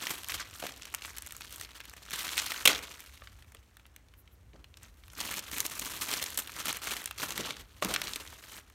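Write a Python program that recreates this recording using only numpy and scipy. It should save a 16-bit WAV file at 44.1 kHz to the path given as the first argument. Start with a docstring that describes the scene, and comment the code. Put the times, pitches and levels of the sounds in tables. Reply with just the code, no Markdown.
"""Sharp snaps of thin plastic film over a sliding rustle: hands rummage in bags of small parts.
The snaps are noise kicks through panel bands; the rustle is clumped buckles and sliding noise, shaped
by the grip of the hands. A seal rips in quick clicks and one fold pops twice, loudly, in ringing modes.
The parts bump a tub and fingertips slide faintly; a small room answers, with a soft rumble and hiss."""
import sys
import numpy as np
from scipy import signal
from scipy.fft import rfft, irfft, next_fast_len
from scipy.io import wavfile
from scipy.ndimage import uniform_filter1d

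SR = 44100
rng = np.random.default_rng(int(sys.argv[2]) if len(sys.argv) > 2 else 0)


def output_pcm(signal):
    """Save a mono or channel-first signal as 16-bit PCM at the path in sys.argv[1].

    Samples are clipped to [-1, 1] before scaling.
    """
    pcm = np.clip(np.atleast_2d(signal).T, -1, 1) * 32767
    wavfile.write(sys.argv[1], SR, np.round(pcm).astype(np.int16))


N = 385434


def snaps():
    """A crease flips: a hard click and a few quick slips ring the panel beside it and spit a bright edge."""
    # single snaps of the film: start_s, panel_peak_db, panel_hz (middle of its band),
    # edge_db (sharp edge against the panel)
    film_snaps = [(0.0692, -16.5, 3020, -5.5), (0.111, -31, 2230, 10.5), (0.2335, -26, 2870, 0),
                  (0.245, -25.5, 3070, -1), (0.2856, -26, 2900, 8.5), (0.2965, -20.5, 2060, -21),
                  (0.3203, -23, 2600, 1.5), (0.625, -28, 1700, -12), (0.639, -29, 1300, -8),
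                  (0.653, -27, 1300, -6), (0.6675, -23, 3030, 2), (0.539, -34, 4550, -5),
                  (0.7216, -28, 3520, -5), (0.7626, -40, 4030, 6), (0.821, -28, 3890, -33),
                  (0.832, -29, 3490, -20), (0.8542, -29, 3720, 1), (0.901, -42, 3000, 2),
                  (0.941, -22, 1630, 2), (0.9477, -16, 2160, 4), (1.021, -27, 2460, -18),
                  (1.038, -38, 4000, 1), (1.0487, -24, 1820, -18), (1.0573, -31, 2520, 4),
                  (1.166, -39, 3500, 9), (1.172, -28, 3200, 3), (1.1837, -25.5, 3170, 8.5),
                  (1.2219, -34.5, 3210, 12), (1.264, -35, 2460, 9), (1.272, -32, 2000, 7),
                  (1.308, -32, 2860, 1), (1.3227, -30, 2350, 10), (1.366, -38.5, 1940, 13),
                  (1.408, -29, 2110, 1), (1.4194, -24.5, 2750, -19), (1.4483, -32.5, 2870, -9),
                  (1.5255, -33.5, 3480, 8.5), (1.5602, -35, 2480, 12), (1.612, -26, 2480, 8),
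                  (1.6484, -26, 3200, -8), (1.8034, -29, 2260, -2), (1.811, -36, 2510, -14),
                  (1.8538, -36, 2900, 6.5), (1.8967, -35.5, 3160, 8), (1.937, -33.5, 1410, 1),
                  (2.108, -26, 1940, 5), (2.1165, -28, 2630, -6), (2.142, -34, 3500, -8),
                  (2.1587, -33, 2200, 7), (2.183, -23, 2400, -1), (2.192, -25, 3500, 5.5),
                  (2.2225, -29.5, 2400, 3), (2.231, -27, 3500, 5), (2.278, -43, 2500, 0),
                  (2.379, -9, 2757, -2.5), (2.463, -20.5, 2965, 4), (2.5196, -18.5, 2710, -1),
                  (2.5621, -23, 2218, -20), (2.6756, -1.5, 3100, -5), (2.779, -27, 3500, -3),
                  (2.9137, -31, 3600, -7), (3.0043, -34.5, 3000, 6), (3.04, -41, 1530, 3),
                  (3.0615, -36.5, 3220, 0), (3.156, -42, 2270, 3), (3.175, -38, 3230, -9),
                  (3.22, -38, 1394, -23), (3.273, -31.5, 2140, -13), (3.388, -44.5, 1550, -5),
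                  (3.4236, -40.5, 2380, -1.5), (3.444, -50, 1500, -4), (3.521, -42.5, 1500, 3),
                  (3.548, -36.5, 1980, 2.5), (3.5689, -43, 2900, -17), (3.7694, -38.5, 2410, 2),
                  (3.7964, -45, 2060, -3.5), (3.8548, -42, 1610, -23), (3.865, -44, 3000, 3.5),
                  (3.963, -36.5, 2570, 5), (4.0853, -48, 3000, -3), (4.1384, -44.5, 1774, -7.5),
                  (4.276, -42.5, 2066, -15.5), (4.533, -46, 2190, -25), (4.6429, -35, 2410, -9),
                  (4.741, -36.5, 2420, -20), (4.7713, -36, 3470, -2), (4.832, -41.5, 2160, 10.5),
                  (5.037, -40, 2400, -9.5), (5.081, -38.5, 2400, -1), (5.101, -39, 3180, -14),
                  (5.134, -40.5, 1490, 8), (5.152, -35.5, 4500, -8), (5.2037, -19.5, 4200, -2),
                  (5.2123, -18.5, 4240, -7), (5.243, -37, 3000, -2), (5.3124, -28, 2460, 9),
                  (5.34, -22.5, 2200, 2), (5.3744, -25, 2630, 0), (5.3926, -25, 3900, 5),
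                  (5.5144, -29, 2820, 8), (5.543, -27, 3200, 4), (5.583, -22, 3330, 6),
                  (5.6039, -14.5, 3920, 6), (5.664, -22.5, 3280, 11), (5.699, -34, 5000, 5),
                  (5.7954, -26, 3640, 10), (5.849, -25, 3130, 5), (6.021, -22, 3500, 2),
                  (6.114, -17.5, 3440, -0.5), (6.138, -15, 3540, -3), (6.197, -21.5, 2540, -12),
                  (6.2264, -16, 3370, 2), (6.2398, -21, 3420, 6), (6.262, -21.5, 3550, -20),
                  (6.3038, -34, 2850, 10), (6.3453, -44, 2160, 20), (6.375, -20, 3000, 10.5),
                  (6.4742, -27, 2690, 1), (6.495, -29, 2250, -8), (6.519, -32, 2654, 3.5),
                  (6.656, -25, 2090, 9.5), (6.6826, -21.5, 2040, 6), (6.693, -24, 2200, 3),
                  (6.728, -26, 1880, 11), (6.7698, -26, 2000, 6.5), (6.841, -30.5, 4000, 6),
                  (6.8719, -20, 1390, -1), (6.9146, -33, 3010, 2), (6.9373, -22.5, 1930, 2),
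                  (6.968, -25.5, 3000, 1), (7.018, -31, 2000, 2), (7.0416, -29.5, 2090, 6),
                  (7.0583, -20.5, 2890, 6.5), (7.0752, -29, 2320, 1), (7.1106, -23, 2280, 0.5),
                  (7.3066, -18.5, 3830, -2), (7.322, -20.5, 4000, -5), (7.378, -17.5, 2690, 3),
                  (7.408, -19.5, 4000, -10), (7.471, -26.5, 2520, -8), (7.5068, -17.5, 2500, -14),
                  (7.5677, -26.5, 3070, -10), (7.8247, -13, 2150, -3), (7.8478, -15, 2910, 2),
                  (7.9397, -15, 2710, 3), (7.943, -15, 3000, -8), (7.949, -15, 2610, -5),
                  (7.9612, -12.5, 2060, -15), (8.017, -15.5, 3250, -1.5), (8.04, -25, 4500, -7),
                  (8.0719, -18.5, 3200, -19), (8.08, -22, 3090, -15), (8.1348, -19, 4500, -9),
                  (8.1597, -17, 3130, 2), (8.275, -31.5, 3450, -42), (8.3276, -36.5, 1280, -8),
                  (8.6997, -43, 1570, 1)]
    out, t = np.zeros(N), np.arange(1000) / SR
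    all_slips = rng.standard_normal((len(film_snaps), len(t)))
    for (start_s, panel_db, panel_hz, edge_db), slips in zip(film_snaps, all_slips):
        kick = slips * abs(slips) * gain_of(-60 * t / 0.017)
        kick[0] = 5  # the hard click
        panel = peaked(band(kick, panel_hz / 1.9, panel_hz * 1.92))
        broad = peaked(below(band(kick, 500, 9000), 6700))
        # a weak edge also means less broad sound in the body
        body = panel + 0.59 * min(gain_of(edge_db + 5.5), 1) * broad
        edge = band(kick * gain_of(-60 * t / 0.02), 4800, 14000)
        snap = peaked(body) + gain_of(edge_db) * peaked(edge)
        add(out, start_s, gain_of(panel_db) * snap)
    return out


def pops():
    """A stiff fold tears free in a few milliseconds of kicks that ring its modes."""
    # the loud double pop: start_s, fold_peak_db, tearing_s (how long the fold keeps tearing),
    # spit_db (bright), thump_db (both against the fold)
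    double_pop = [(2.6537, -5, 0.008, -2, -13), (2.6738, -4.5, 0.007, -2.5, -23)]
    # modes of the stiff fold: mode_hz, level_db (relative), t60_s
    fold_modes = [(2570, -17, 0.011), (2710, 2, 0.014), (3200, -7.5, 0.02), (3220, 9.5, 0.0054),
                  (5650, -15, 0.0064)]
    out, t = np.zeros(N), np.arange(4000) / SR
    all_slips = rng.standard_normal((len(double_pop), len(t)))
    for (start_s, fold_db, tearing_s, spit_db, thump_db), slips in zip(double_pop, all_slips):
        onset = np.minimum(t / 0.0013, 1)
        # a slower fade while tearing, a steep one after it
        fade_db = -2500 * np.maximum(t - tearing_s, 0) - 600 * t
        kicks = slips * onset * gain_of(fade_db)
        ringing = signal.fftconvolve(kicks, ring(fold_modes, t))[:len(t)]
        fold = peaked(band(ringing, 900, 9000))
        spit = peaked(band(kicks, 4000, 14000))
        thump = peaked(band(kicks, 400, 2000))
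        pop = fold + gain_of(spit_db) * spit + gain_of(thump_db) * thump
        add(out, start_s, gain_of(fold_db) * pop)
    return out


def rip():
    """The seal pulls apart in stick-slip: one click a slip through taut film, slightly uneven and growing."""
    # the pull on the seal: start_s, end_s, slips_per_s, end_peak_db (reached at the end, give or take)
    seal_pull = (2.3835, 2.4005, 375, -11)
    start_s, end_s, slips_per_s, end_db = seal_pull
    slip_times = np.arange(start_s, end_s, 1 / slips_per_s)
    out = np.zeros(N)
    click = peaked(band(signal.unit_impulse(200), 1500, 7200))
    for slip_s, (late, size) in zip(slip_times, rng.standard_normal((len(slip_times), 2))):
        slip_db = end_db + 1.5 * size - 200 * (end_s - slip_s)  # grows 200 dB a second
        add(out, slip_s + 0.0003 * late, gain_of(slip_db) * click)
    return out


def rustle():
    """The same buckles sound through the loose parts, wide folds and fine creases; a grip packs them closer."""
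    # colour of the rustle before its three bands are levelled: freq_hz, density_db (per Hz)
    film_colour = [(59, -16.5), (130, -1), (263, 1.5), (430, -0.5), (800, -6), (2010, -3.5), (4960, -1),
                   (9240, 4.5), (13600, 7.5), (15800, -2.5)]
    rest_per_s, grip_per_s = 210, 990  # buckles a second in a resting and in a gripped bag
    rest_slide_db, grip_slide_db = -6, -2.5  # steady sliding against the buckles
    *levels, gripped = handling()
    per_s = rest_per_s + (grip_per_s - rest_per_s) * gripped
    slide_db = rest_slide_db + (grip_slide_db - rest_slide_db) * gripped
    film = colour(crackle(per_s, spread_db=1.0, smooth_db=slide_db), film_colour)
    film /= uniform_filter1d(abs(film), size=3000)  # the hand, not chance, sets the slow level
    parts, below_creases = below(film, 850), below(film, 5200)
    folds, creases = below_creases - parts, film - below_creases
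    return sum(level * evened(part) for level, part in zip(levels, (parts, folds, creases)))


def crackle(per_s, spread_db, smooth_db):
    """Random buckles in clumps, a few large, each a brief spit with its own colour, over steady sliding."""
    # one buckle sets off a flurry that dies away: clump_s is its time constant
    clumps_per_s, clump_size, clump_s = 55, 4, 0.009
    starts = (rng.random(N) < clumps_per_s / SR) * rng.exponential(clump_size, N)
    clumps = 1 + signal.lfilter([1], [1, -np.exp(-1 / (clump_s * SR))], starts)
    clumps /= clumps.mean()
    size = gain_of(spread_db * np.minimum(rng.exponential(1, N), 4.5))
    buckles = size * (rng.random(N) < clumps * per_s / SR)
    grain_of_buckle = rng.integers(0, 40, N)
    t, out = np.arange(400) / SR, np.zeros(N)
    for k, hz in enumerate(np.geomspace(900, 12000, 40)):
        burst = rng.standard_normal(400) * gain_of(-60 * t / 0.005)
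        grain = evened(burst) + 0.9 * evened(band(burst, hz / 1.6, hz * 1.4))
        out += signal.oaconvolve(buckles * (grain_of_buckle == k), grain)[:N]
    sliding = np.sqrt(clumps) * rng.standard_normal(N)
    return evened(out) + gain_of(smooth_db) * sliding


def handling():
    """Levels of parts, folds and creases, and the gripped share: each grip rises, holds and lets go."""
    # the bag never quite rests: time_s, folds_db
    unrest_levels = [(0, -60), (.5, -52), (1.4, -55), (1.9, -56), (2.06, -52), (2.9, -52.5), (3.07, -66.5),
                     (3.5, -75.5), (4.5, -78), (5.0, -80.5), (5.16, -75), (5.45, -51), (6.5, -56.5),
                     (7.15, -62), (7.7, -76.5), (8.3, -67), (8.63, -69), (8.74, -67.5)]
    # squeezes and pulls of the hands: full_s (start of full strength), hold_s, folds_db, rise_s, release_s,
    # creases_db, parts_db (both against the folds)
    hand_grips = [(0.0, 0.087, -41.5, .01, 0.1, -6, -11.5), (0.097, 0.0042, -39.5, 0.1, 0.17, 0.5, -11),
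                  (0.298, 0.0062, -40.5, 0.049, 0.043, -3, -26),
                  (0.339, 0.0053, -35.5, 0.042, 0.045, -4.5, -13.5),
                  (0.402, 0.0031, -33, 0.031, 0.031, -14, -19.5), (.59, .01, -50.5, 0.12, 0.06, 1.5, -19),
                  (0.625, 0.046, -45, 0.011, 0.07, -3.5, -18), (1.049, 0.048, -48, 0.085, 0.083, -4, -16),
                  (1.6, 0.031, -50, 0.46, 0.043, -0.5, -12), (1.776, 0.0052, -53, 0.11, 0.022, -3, -21),
                  (2.115, 0.34, -39, 0.029, 0.7, -4.5, -16),
                  (2.69, 0.0061, -25, 0.0059, 0.096, -10.5, -15.5),
                  (4.538, 0.02, -69, 0.0058, 0.12, -21, 10), (4.843, 0.017, -56, 0.084, 0.045, -8.5, -7),
                  (5.192, 0.205, -41, 0.044, 0.019, -2.5, -9.5), (5.53, 0.12, -42.5, 0.047, 0.043, 0, -9.5),
                  (5.839, 0.024, -42, 0.61, 1, -0.5, -10.5), (6.025, 0.0045, -40, 0.051, 0.051, 3, -14),
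                  (6.124, 0.0067, -36, 0.2, 0.29, -3, -11.5),
                  (6.377, 0.0057, -35.5, 0.0079, 0.037, 7.5, -10),
                  (6.559, 0.035, -40, 0.022, 0.21, -5, -12), (6.674, 0.03, -34.5, 0.069, 0.096, -7, -13),
                  (6.869, 0.055, -36.5, 0.098, 0.17, -4.5, -11.5),
                  (7.18, 0.051, -41, 0.0038, 0.041, -3, -14), (7.212, 0.0052, -36.5, 0.028, 0.22, -3, -7),
                  (7.378, 0.11, -39.5, 0.11, 0.1, -9.5, -8.5), (7.61, 0.0084, -51, 0.15, 0.018, -4.5, -8),
                  (7.825, 0.096, -39, 0.0075, 0.11, -6, -1.5),
                  (8.081, 0.003, -43.5, 0.34, 0.44, -3.5, -8.5),
                  (8.573, 0.014, -48, 0.35, 0.034, -2.5, -10)]
    rest_offsets_db = np.array([[-12], [0], [-9]])  # parts, folds, creases against the folds
    span_db = 20  # what a grip gains over its rise and loses over its release
    t = np.arange(0, N + 64, 64) / SR
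    # doubled dB give powers, so that rest and grips add as energy
    rest = gain_of(2 * (np.interp(t, *np.transpose(unrest_levels)) + rest_offsets_db))
    grip = 0
    for full_s, hold_s, folds_db, rise_s, release_s, creases_db, parts_db in hand_grips:
        before = np.maximum(full_s - t, 0) / max(rise_s, 0.002)
        after = np.maximum(t - full_s - hold_s, 0) / max(release_s, 0.002)
        offsets_db = np.array([[parts_db], [0], [creases_db]])
        grip = grip + gain_of(2 * (folds_db - span_db * (before + after) + offsets_db))
    gripped = (grip / (rest + grip))[1]
    curves = (*np.sqrt(rest + grip), gripped)
    return [np.interp(np.arange(N) / SR, t, curve) for curve in curves]


def bumps():
    """Soft contact of the parts rings the low modes of the tub; a brighter contact reaches the higher."""
    # bumps of the parts, against the tub and once (4.535 s) into a palm: start_s, peak_db, # contact_s (to fall
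    # 60 dB), contact_hz (middle of the contact noise)
    part_bumps = [(0.626, -28, 0.01, 700), (.638, -29.5, 0.012, 600), (.653, -32.5, 0.022, 600),
                  (2.654, -22.5, 0.037, 602), (2.675, -25.5, 0.29, 610), (3.221, -43.5, .006, 900),
                  (3.55, -49.5, 0.051, 600), (4.535, -46.5, 0.2, 330), (7.387, -30.5, 0.38, 330),
                  (7.823, -20, 0.05, 950), (7.845, -28.5, 0.13, 238)]
    # modes of the tub: mode_hz, level_db (relative), t60_s
    tub_modes = [(132, 0.5, .04), (207, 0.5, 0.032), (323.7, -1.5, 0.018), (457, -0.5, 0.012),
                 (551, 2, 0.018), (650, -2.5, .015), (1168, 3, 0.019)]
    out, t = np.zeros(N), np.arange(SR // 3) / SR
    noises = rng.standard_normal((len(part_bumps), len(t)))
    for (start_s, peak_db, contact_s, contact_hz), noise in zip(part_bumps, noises):
        push = band(noise, contact_hz / 2, contact_hz * 1.6) * gain_of(-60 * t / contact_s)
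        bump = signal.fftconvolve(push, ring(tub_modes, t))[:len(t)]
        add(out, start_s, gain_of(peak_db) * peaked(bump))
    return out


def rubs():
    """Skin on skin: a faint, very high hiss that swells and fades."""
    # dry fingertips slide: centre_s, level_db, half_s (centre to 1/e of the swell)
    finger_slides = [(4.195, -59, 0.021), (4.334, -64, 0.017)]
    t = np.arange(N) / SR
    swells = sum(gain_of(level_db) * np.exp(-((t - centre_s) / half_s) ** 2)
                 for centre_s, level_db, half_s in finger_slides)
    return swells * evened(band(rng.standard_normal(N), 10800, 14800))


def room(x, wet_db):
    """The direct sound, then sparse taps that die faster in the treble."""
    # decay of the small room: freq_hz, t60_s
    room_decay = [(200, 0.66), (1000, 0.6), (2800, 0.33), (5000, 0.2), (12000, 0.01)]
    taps = np.zeros(SR // 2)
    slots = np.arange(140, len(taps) - 20, 20)
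    taps[slots + rng.integers(0, 20, len(slots))] = rng.choice([-1., 1.], len(slots))
    hz, t, spectrum = signal.stft(taps, SR, nperseg=256)
    decay = gain_of(-60 * t / read(room_decay, hz)[:, None])
    tail = signal.istft(spectrum * decay, SR, nperseg=256)[1]
    tail = gain_of(wet_db) * tail / np.linalg.norm(tail)
    tail[0] = 1  # the direct sound
    return signal.fftconvolve(x, tail)[:N]


def room_tone():
    """Low rumble of the building that comes and goes, over a faint even hiss."""
    # level of the rumble: time_s, level_db
    rumble_levels = [(0, -63), (.35, -52.5), (.8, -59), (1.5, -55), (1.9, -60.5), (2.7, -55), (3.05, -60.5),
                     (3.368, -51.5), (3.651, -60), (4.604, -55.5), (6.997, -58), (7.8, -53.5), (8.74, -60)]
    # colour of the room tone before rumble and hiss are levelled: freq_hz, density_db (per Hz)
    air_colour = [(15, -50), (30, -26.5), (55, 2.5), (95, -4.5), (150, -16.5), (268, -15.5), (450, -20),
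                  (888, -24), (1800, -25.5), (3760, -33.5), (12800, -38), (16800, -41.5)]
    air = colour(rng.standard_normal(N), air_colour)
    low = below(air, 160)
    rumble_db = np.interp(np.arange(N) / SR, *np.transpose(rumble_levels))
    hiss_db = -67.5
    return gain_of(rumble_db) * evened(low) + gain_of(hiss_db) * evened(air - low)


def gain_of(db):
    """Amplitude factor of a level in dB."""
    return 10 ** (np.asarray(db) / 20)


def evened(x):
    """Scale to an RMS of one."""
    return x / np.sqrt(np.mean(x ** 2) + 1e-20)


def peaked(x):
    """Scale to a peak of one."""
    return x / abs(x).max()


def read(points, hz):
    """Read a curve of (Hz, value) points along a logarithmic frequency axis."""
    f, value = np.transpose(points)
    return np.interp(np.log(hz + 1), np.log(f + 1), value)


def add(mix, start_s, sound):
    """Lay a sound into the mix, cut off at its end."""
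    part = mix[round(start_s * SR):][:len(sound)]
    part += sound[:len(part)]


def band(x, lo_hz, hi_hz):
    """Keep the sound between two frequencies."""
    sos = signal.butter(2, [lo_hz, min(hi_hz, 0.45 * SR)], "band", fs=SR, output="sos")
    return signal.sosfilt(sos, x)


def below(x, hz):
    """Keep the sound under a frequency, without delay."""
    return signal.sosfiltfilt(signal.butter(2, hz, fs=SR, output="sos"), x)


def colour(x, points):
    """Shape the spectrum by a curve of (Hz, dB) points."""
    size = next_fast_len(len(x))
    gain = gain_of(read(points, np.fft.rfftfreq(size, 1 / SR)))
    return irfft(rfft(x, size) * gain, size)[:len(x)]


def ring(modes, t):
    """Sum of decaying sines, one for each mode of a struck body."""
    return sum(gain_of(db - 60 * t / t60) * np.sin(2 * np.pi * hz * t) for hz, db, t60 in modes)


def scene():
    """Everything the hands do, heard in the room, over the room's own tone."""
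    hands = snaps() + pops() + rip() + bumps() + rustle() + rubs()
    return (room(hands, wet_db=-18) + room_tone())[None]


def record(dry):
    """Two dips in the treble, then the band limit."""
    # response with two treble dips, as from a reflection off the floor, level beyond its ends: # freq_hz,
    # gain_db
    treble_dips = [(4200, -2), (4900, -4.5), (5500, -1), (9500, -2), (10500, -5.5), (11700, -3)]
    edge_hz = 15900
    low_pass = signal.firwin(401, edge_hz, window=("kaiser", 8), fs=SR)
    return signal.oaconvolve(colour(dry[0], treble_dips)[None], low_pass[None], "same")


dry = scene()
out = record(dry)
output_pcm(out)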